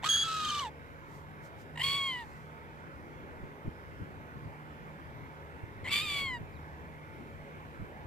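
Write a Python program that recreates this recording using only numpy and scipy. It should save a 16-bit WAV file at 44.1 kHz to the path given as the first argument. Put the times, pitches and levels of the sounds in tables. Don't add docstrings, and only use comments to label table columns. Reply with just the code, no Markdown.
import sys
import numpy as np
from scipy import signal
from scipy.fft import rfft, irfft, next_fast_len
from scipy.io import wavfile
from scipy.ndimage import uniform_filter1d

SR = 44100
rng = np.random.default_rng(int(sys.argv[2]) if len(sys.argv) > 2 else 0)


def generate_wav(signal):
    frames = np.transpose(np.atleast_2d(signal))
    scaled = np.clip(frames, -1, 1) * 32767
    pcm = np.round(scaled).astype(np.int16)
    wavfile.write(sys.argv[1], SR, pcm)


N = 355842


def amp(db):
    return 10 ** (np.asarray(db) / 20)


def unit(x):
    return x / np.sqrt(np.mean(x ** 2) + 1e-20)


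def read(points, hz):
    f, value = np.transpose(points)
    return np.interp(np.log(hz + 1), np.log(f + 1), value)


def colour(x, points):
    gain = amp(read(points, np.fft.rfftfreq(len(x), 1 / SR)))
    return unit(irfft(rfft(x) * gain, len(x)))


def wander(size, rate_hz):
    full = next_fast_len(size)
    hz = np.fft.rfftfreq(full, 1 / SR)
    lowpass = np.exp(-(hz / rate_hz) ** 2) * (hz > 0)
    return unit(irfft(rfft(rng.standard_normal(full)) * lowpass, full)[:size])


def add(mix, s, sound):
    part = mix[:, max(round(s * SR), 0):][:, :sound.shape[1]]
    part += sound[:, :part.shape[1]]


def until(t, s, change_s):
    return .5 - .5 * np.tanh((t - s) / change_s)


def stutter(size, depth_db, rate_hz):
    gain = amp(-depth_db * np.maximum(wander(size, rate_hz), 0))
    return gain / np.sqrt(uniform_filter1d(gain ** 2, size=1500))


def puffs(rows, spectrum, likeness):
    out, likeness = np.zeros((2, N)), np.clip(likeness, 0, 1)
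    t = np.arange(-SR // 4, SR // 4) / SR
    for s, width_s, level_db in rows:
        shared, left, right = (colour(rng.standard_normal(len(t)), spectrum) for _ in range(3))
        noise = np.sqrt(likeness) * shared + np.sqrt(1 - likeness) * np.array([left, right])
        swell = np.exp(-(t / width_s) ** 2)
        add(out, s + t[0], amp(level_db) * swell * noise)
    return out


# pitch_hz, density_db
WASH_LEFT = [(20, -24.5), (80, 2.5), (150, -3), (200, -5), (420, -8.5), (750, -14), (890, -12.5),
             (1050, -15.5), (1500, -15), (2250, -18.5), (2600, -25.5), (4300, -38.5), (9500, -46),
             (14000, -41)]
WASH_RIGHT = [(20, -19), (80, -1.5), (150, -7), (200, -7), (420, -9), (750, -13.5), (890, -11), (1150, -11),
              (1500, -9.5), (2250, -18), (2600, -23), (4300, -35.5), (9800, -45.5), (14000, -42)]
# pitch_hz, likeness (0-1)
WASH_LIKENESS = [(60, 0.43), (250, 0.63), (520, 0.48), (750, 0.69), (900, 0.77), (2250, 1), (2600, 0.057),
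                 (3200, 0.057), (3900, 0.037)]
WASH_START_DB, WASH_RISE_DB_PER_S = -49, 0.1644


def shore(patchy_db=1.66, lag_s=0.00038):
    frames, hz = N // 512 + 5, np.fft.rfftfreq(2048, 1 / SR)
    a, b, c, d, patches = rng.standard_normal((frames, len(hz), 5)).T
    patches = unit(uniform_filter1d(uniform_filter1d(patches, size=14, axis=0), size=12, axis=1))
    same = np.clip(read(WASH_LIKENESS, hz), 0, 1)[:, None]
    lag = lag_s * np.clip((hz - 400) / 800, 0, 1)
    turn = np.exp(-2j * np.pi * hz * lag)[:, None]
    left = a + 1j * b
    right = same * left * turn + np.sqrt(1 - same ** 2) * (c + 1j * d)
    left_wash = left * amp(read(WASH_LEFT, hz))[:, None]
    right_wash = right * amp(read(WASH_RIGHT, hz))[:, None]
    frames_both = np.array([left_wash, right_wash]) * amp(patchy_db * patches)
    wash = unit(signal.istft(frames_both, nperseg=2048, noverlap=1536)[1][:, :N])
    return wash * amp(WASH_START_DB + WASH_RISE_DB_PER_S * np.arange(N) / SR)


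# pitch_hz, level_db
ENGINE_LINES = [(75.6, -61.5), (151.2, -57), (418, -69.5), (480, -68.5), (553, -69), (894, -69)]


def engine(waver_hz=1.52, throb_db=3.5, left_db=-1.5):
    hum = np.zeros(N)
    speed = waver_hz * wander(N, 7.34) / ENGINE_LINES[1][0]
    for hz, level_db in ENGINE_LINES:
        phase = 2 * np.pi * np.cumsum(hz * (1 + speed)) / SR
        throb = amp(throb_db * wander(N, 3.7))
        hum += amp(level_db) * unit(np.sin(phase) * throb)
    return hum * amp([[left_db], [-left_db]])


# time_s, pitch_hz, level_db
FAR_CHIRP = [(6.52, 5400, -80), (6.55, 4300, -77), (6.565, 3850, -66), (6.58, 3550, -78)]


def small_bird():
    s, hz, level_db = np.transpose(FAR_CHIRP)
    t = np.arange(s[0], s[-1], 1 / SR)
    pitch = np.interp(t, s, hz) * (1 + .02 * wander(len(t), 300))
    phase = 2 * np.pi * np.cumsum(pitch) / SR
    chirp = amp(np.interp(t, s, level_db)) * unit(np.sin(phase))
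    out = np.zeros((2, N))
    add(out, s[0], chirp[None])
    return out


# centre_s, width_s, level_db
MIC_BUMPS = [(.25, 0.027, -50), (3.405, 0.0084, -45), (3.44, 0.019, -42), (3.66, 0.011, -37),
             (3.681, 0.011, -33), (4.02, 0.019, -38.5), (4.37, 0.018, -42), (4.465, 0.047, -44.5),
             (5.64, 0.0067, -38.5), (5.9, 0.13, -47.5), (6.29, 0.14, -45.5), (6.425, 0.027, -43.5),
             (7.82, 0.035, -40)]
# pitch_hz, gain_db
MIC_BUMP_COLOUR = [(20, -9), (60, -3), (110, 1), (200, -7.5), (330, -12.5), (600, -28), (2000, -67)]


def bumps():
    return puffs(MIC_BUMPS, MIC_BUMP_COLOUR, likeness=0.22)


# centre_s, width_s, level_db
WING_STROKES = [(1.15, 0.068, -66), (1.455, 0.03, -63.5), (1.61, 0.027, -64), (2.3, 0.18, -69.5)]
# pitch_hz, gain_db
FEATHER_COLOUR = [(1500, -7), (4000, 4), (7500, 4), (10000, -5), (14000, -0.5)]


def wingbeats():
    return puffs(WING_STROKES, FEATHER_COLOUR, likeness=0.25)


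# start_s, end_s, pitch_hz, level_db
WHISTLES = [(0.09, 0.122, 3283, -26.5), (0.124, 0.165, 3283, -27.5), (0.168, 0.238, 3320, -30),
            (0.237, 0.275, 3335, -39), (0.292, 0.441, 3260, -57), (0.447, 0.457, 3190, -34.5),
            (0.484, 0.493, 3128, -36), (0.499, 0.509, 3070, -34), (0.545, 0.554, 3000, -40),
            (0.591, .599, 2960, -35), (5.891, 5.918, 2680, -44)]


def whistle(t, carrier, waver=0.0095, flutter_db=4, octave_db=-8.0, third_db=-20, fourth_db=-27,
            half_db=-17, sum_db=-8, sum_top_db=-40, edge_s=0.0024):
    level = 0
    for start, end, _, db in WHISTLES:
        level = level + amp(db) * np.clip(np.minimum(t - start, end - t) / edge_s + .5, 0, 1)
    start, end, hz, level_db = np.transpose(WHISTLES)
    pitch = np.interp(t, (start + end) / 2, hz) * (1 + waver * wander(len(t), 400))
    phase = 2 * np.pi * np.cumsum(pitch) / SR
    overtones = sum(amp(db) * np.cos(k * phase) for k, db in enumerate([octave_db, third_db, fourth_db], 2))
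    stack = np.cos(phase) + overtones * np.sqrt(level / amp(np.max(level_db)))
    stack += amp(half_db) * wander(len(t), 130) * np.cos(phase / 2)
    sum_level = np.minimum(level * amp(sum_db), amp(sum_top_db))
    sum_tone = sum_level * np.cos(phase + carrier) * stutter(len(t), 13, 120)
    shrill = level * unit(stack) * stutter(len(t), flutter_db, 238)
    return shrill + sum_tone, np.clip(level / amp(-31.5), 0, .9)


# start_s, end_s, beat_hz, level_db
HARMONIC_SPLITS = [(0.278, 0.617, 297, -52), (1.957, 2.127, 249, -55.5), (2.181, 2.218, 270, -55)]
# harmonic, side (-1 below, +1 above), gain_db
SPLIT_TONES = [(2, 1, -2), (3, 1, -2), (4, -1, -3), (4, 1, -2)]


def double_voice(t, carrier, waver=0.202, edge_s=0.022, flutter_db=5):
    out = np.zeros(len(t))
    for start, end, beat_hz, level_db in HARMONIC_SPLITS:
        beat = 2 * np.pi * np.cumsum(beat_hz * (1 + waver * wander(len(t), 118))) / SR
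        tones = sum(amp(db) * np.cos(k * carrier + side * beat) for k, side, db in SPLIT_TONES)
        window = until(t, end, edge_s) - until(t, start, edge_s)
        out += amp(level_db) * window * tones
    return out * stutter(len(t), flutter_db, 150)


AIR_LIKENESS = 0.28


def rushing_air(phase):
    alike = np.clip(AIR_LIKENESS, 0, 1)
    shared, *own = rng.standard_normal((3, len(phase)))
    air = np.sqrt(alike) * shared + np.sqrt(1 - alike) * np.array(own)
    return air * (1 + 1.17 * np.cos(phase))


# centre_s, width_s, gain_db
VOICE_CATCHES = [(0.084, 0.0041, -3.5), (1.769, 0.005, -23), (1.826, 0.0023, -7.5), (5.903, 0.011, -10.5),
                 (6.047, 0.034, -4)]
ATTACK_S, OPEN_S, CLEAR_S, RELEASE_S = 0.012, 0.021, 0.058, 0.036
ROUGH_CROAK, ROUGH_PUSH = 0.551, 0.162


def effort(row):
    start, opens, clears, fades, end, tone_db, rasp_db, *changes, rough = row
    tone_push_db, rasp_push_db, tone_fade_db, rasp_fade_db, swell_db = changes
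    t = np.arange(start, end, 1 / SR)
    push = until(t, clears, CLEAR_S)
    fade = np.interp(t, [fades, end], [0, 1])
    catch_db = sum(db * np.exp(-((t - s) / width_s) ** 2) for s, width_s, db in VOICE_CATCHES)
    tone_db = tone_db + tone_push_db * push + tone_fade_db * fade + catch_db
    rasp_db = rasp_db + rasp_push_db * push + rasp_fade_db * fade + catch_db
    rasp_db = rasp_db - swell_db * np.interp(t, [start, opens], [1, 0])
    rough = np.clip(rough + ROUGH_PUSH * push + ROUGH_CROAK * until(t, opens, OPEN_S), 0, 1)
    gate = np.clip(np.minimum((t - start) / ATTACK_S, (end - t) / RELEASE_S), 0, 1)
    return t, tone_db, rasp_db, rough, gate


# pitch_hz, gain_db
CROAK_COLOUR = [(400, -5), (950, 7.5), (1400, -19), (1950, 10.5), (3200, -1), (3900, -8), (4800, -15.5),
                (6000, -32), (7500, -7), (9500, -23), (14500, -20)]
BEAK_SHUT_DB, BEAK_RANGE_DB = -45.5, 7.5


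def cry(row, pitch, throat, rasp_colour, fundamental_db, brighten, air_db, croak_air_db=-2, halo_hz=170,
        flutter_db=13, flutter_hz=190, beak_hz=4600, beak_width_hz=420, beak_db=10):
    t, tone_db, rasp_db, rough, gate = effort(row)
    size, hz = len(t), np.interp(t, *np.transpose(pitch))
    chaos = np.clip((rough - .4) / .4, 0, 1)
    jitter = .0025 + .015 * rough + .05 * chaos
    phase = 2 * np.pi * np.cumsum(hz * (1 + jitter * wander(size, 372))) / SR
    k = np.arange(1, 14)[:, None]
    harmonics_db = read(throat, k * hz) + fundamental_db * (k == 1)
    harmonics_db += brighten * (tone_db - tone_db.max()) * np.log2(k)
    gape = np.clip((rasp_db - BEAK_SHUT_DB) / BEAK_RANGE_DB, 0, 1)
    harmonics_db += beak_db * gape * np.exp(-((k * hz - beak_hz) / beak_width_hz) ** 2)
    heights = amp(harmonics_db)
    partials = np.cos(k * phase + 2 * np.pi * rng.random(k.shape))
    tone = np.sqrt(2) * (heights * partials).sum(0) / np.linalg.norm(heights, axis=0)
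    fringe = unit(sum(wander(size, halo_hz) * np.cos(n * phase) + wander(size, halo_hz) * np.sin(n * phase)
                      for n in k))
    airs = rushing_air(phase)
    rasp = np.array([colour(fringe + amp(air_db) * air, rasp_colour) for air in airs])
    croak = np.array([colour(fringe + amp(croak_air_db) * air, CROAK_COLOUR) for air in airs])
    rasp = (1 - chaos) * rasp + chaos * croak
    shrill, takeover = whistle(t, phase)
    tone_share = (1 - takeover) * np.cos(chaos * np.pi / 3) ** 2
    voice = amp(tone_db) * tone_share * tone + amp(rasp_db) * rasp
    voice = voice * stutter(size, flutter_db * rough, flutter_hz)
    return (voice + shrill + double_voice(t, phase)) * gate


# pitch_hz, gain_db
RIGHT_PORT_COLOUR = [(1000, -0.5), (2200, -4.5), (3300, -2), (4500, 2), (6000, 5.5), (7700, 9),
                     (9500, -3.5), (14000, -5)]


def ports(x, left_lead_samples, right_db):
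    size = x.shape[1]
    hz = np.fft.rfftfreq(size, 1 / SR)
    half_gain = amp(-(read(RIGHT_PORT_COLOUR, hz) + right_db) / 2)
    half = half_gain * np.exp(1j * np.pi * hz * left_lead_samples / SR)
    return irfft(rfft(x) * np.array([half, 1 / half]), size)


def scatter(x, near_db=-6, near_s=0.0031, near_tilt_db=4, far_db=-32, far_s=.07):
    t = np.arange(SR // 3) / SR
    out = x.copy()
    for db, fade_s, tilt_db in [(near_db, near_s, near_tilt_db), (far_db, far_s, 0)]:
        slope = [(f, tilt_db * np.log2(f)) for f in (1000, 12000)]
        taps = np.array([colour(rng.standard_normal(len(t)), slope) for _ in range(2)]) * np.exp(-t / fade_s)
        taps *= amp(db) / np.linalg.norm(taps, axis=1, keepdims=True)
        out += signal.fftconvolve(x, taps, axes=1)[:, :N]
    return out


# start_s, opens_s, clears_s,
# fades_s, end_s, held_tone_db, held_rasp_db, tone_push_db, rasp_push_db, tone_fade_db, rasp_fade_db,
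# croak_swell_db (of the rasp), held_roughness (0-1)
GULL_CRIES = [(.022, .052, 0.07, 0.59, .703, -35.5, -43, 3, 15, -5, -14, 19, 0.14),
              (1.754, 1.828, 1.985, 2.087, 2.258, -34.5, -50.5, 2, 14, -12.5, -10, 12, 0.04),
              (5.838, 5.918, 6.005, 6.196, 6.388, -35.5, -40.5, 4, 9.5, -3.5, -34, 24, 0.08)]
# time_s, pitch_hz
ARCH_BOWED = [(0.03, 863.5), (0.052, 1204), (0.078, 1284), (0.192, 1349), (0.51, 1206), (0.612, 1151),
              (0.676, 853), (0.7, 854)]
ARCH_LANDING = [(1.77, 918.2), (1.84, 1092), (1.956, 1119), (2.07, 1085), (2.17, 975), (2.196, 963),
                (2.228, 907), (2.25, 830.2)]
ARCH_STANDING = [(5.85, 1021), (5.892, 1105), (5.978, 1190), (5.992, 1156), (6.04, 1270), (6.052, 1218),
                 (6.096, 1163), (6.25, 1099), (6.385, 925)]
# pitch_hz, gain_db
BOWED_THROAT = [(500, -4.5), (900, -0.5), (1600, 4.5), (2100, 4), (2600, 5), (3100, 8), (3900, 6),
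                (4700, -14), (5600, -9), (6400, -5), (7700, -15), (9200, -30.5), (14500, -35)]
LANDING_THROAT = [(500, 9), (1000, -9.5), (1450, -1), (2000, 10.5), (2600, -15.5), (3000, 10.5),
                  (3330, 7.5), (3800, -9), (4500, -16.5), (5300, -26), (6100, -23), (7600, -17),
                  (9700, -20), (14500, -50)]
STANDING_THROAT = [(500, -11), (950, 9.5), (1500, -22.5), (2000, 14), (2400, 1.5), (2850, 0), (3450, 5.5),
                   (3900, -6.5), (4650, -2.5), (5500, -31), (6200, -30), (7100, -9.5), (9700, -29),
                   (14500, -27)]
# pitch_hz, gain_db
BOWED_RASP = [(400, -12), (900, -5), (1650, 7), (2100, -4.5), (2600, -4), (3300, 8.5), (4000, 3.5),
              (4700, 0), (5600, -4.5), (6400, -7.5), (7700, -1), (9200, -22), (10600, -11), (14500, -26.5)]
FORWARD_RASP = [(500, -15), (1000, -10.5), (1500, -6), (2000, 3.5), (2600, 8), (3300, 7.5), (3850, 1),
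                (4700, 3.5), (5400, -14), (6200, -15), (7400, -5), (9800, -13.5), (11300, -8.5),
                (14500, -15.5)]


def gull():
    out = np.zeros((2, N))
    first, second, third = GULL_CRIES
    bowed = cry(first, ARCH_BOWED, BOWED_THROAT, BOWED_RASP,
                fundamental_db=13.5, brighten=1.0, air_db=10.5, beak_db=14)
    landing = cry(second, ARCH_LANDING, LANDING_THROAT, FORWARD_RASP,
                  fundamental_db=6.0, brighten=0.83, air_db=1, beak_db=18.5, flutter_db=9)
    standing = cry(third, ARCH_STANDING, STANDING_THROAT, FORWARD_RASP,
                   fundamental_db=-4.0, brighten=0.42, air_db=4.5, beak_db=1.5)
    add(out, first[0], ports(bowed, left_lead_samples=-1.03, right_db=3.5))
    add(out, second[0], ports(landing, left_lead_samples=1.6, right_db=4.0))
    add(out, third[0], ports(standing, left_lead_samples=1.36, right_db=3.5))
    return scatter(out)


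def scene():
    return shore() + engine() + small_bird() + bumps() + wingbeats() + gull()


def record(dry, edge_hz=14680):
    lowpass = signal.firwin(511, edge_hz, window=("kaiser", 9), fs=SR)
    return signal.oaconvolve(dry, lowpass[None], "same")


dry = scene()
out = record(dry)
generate_wav(out)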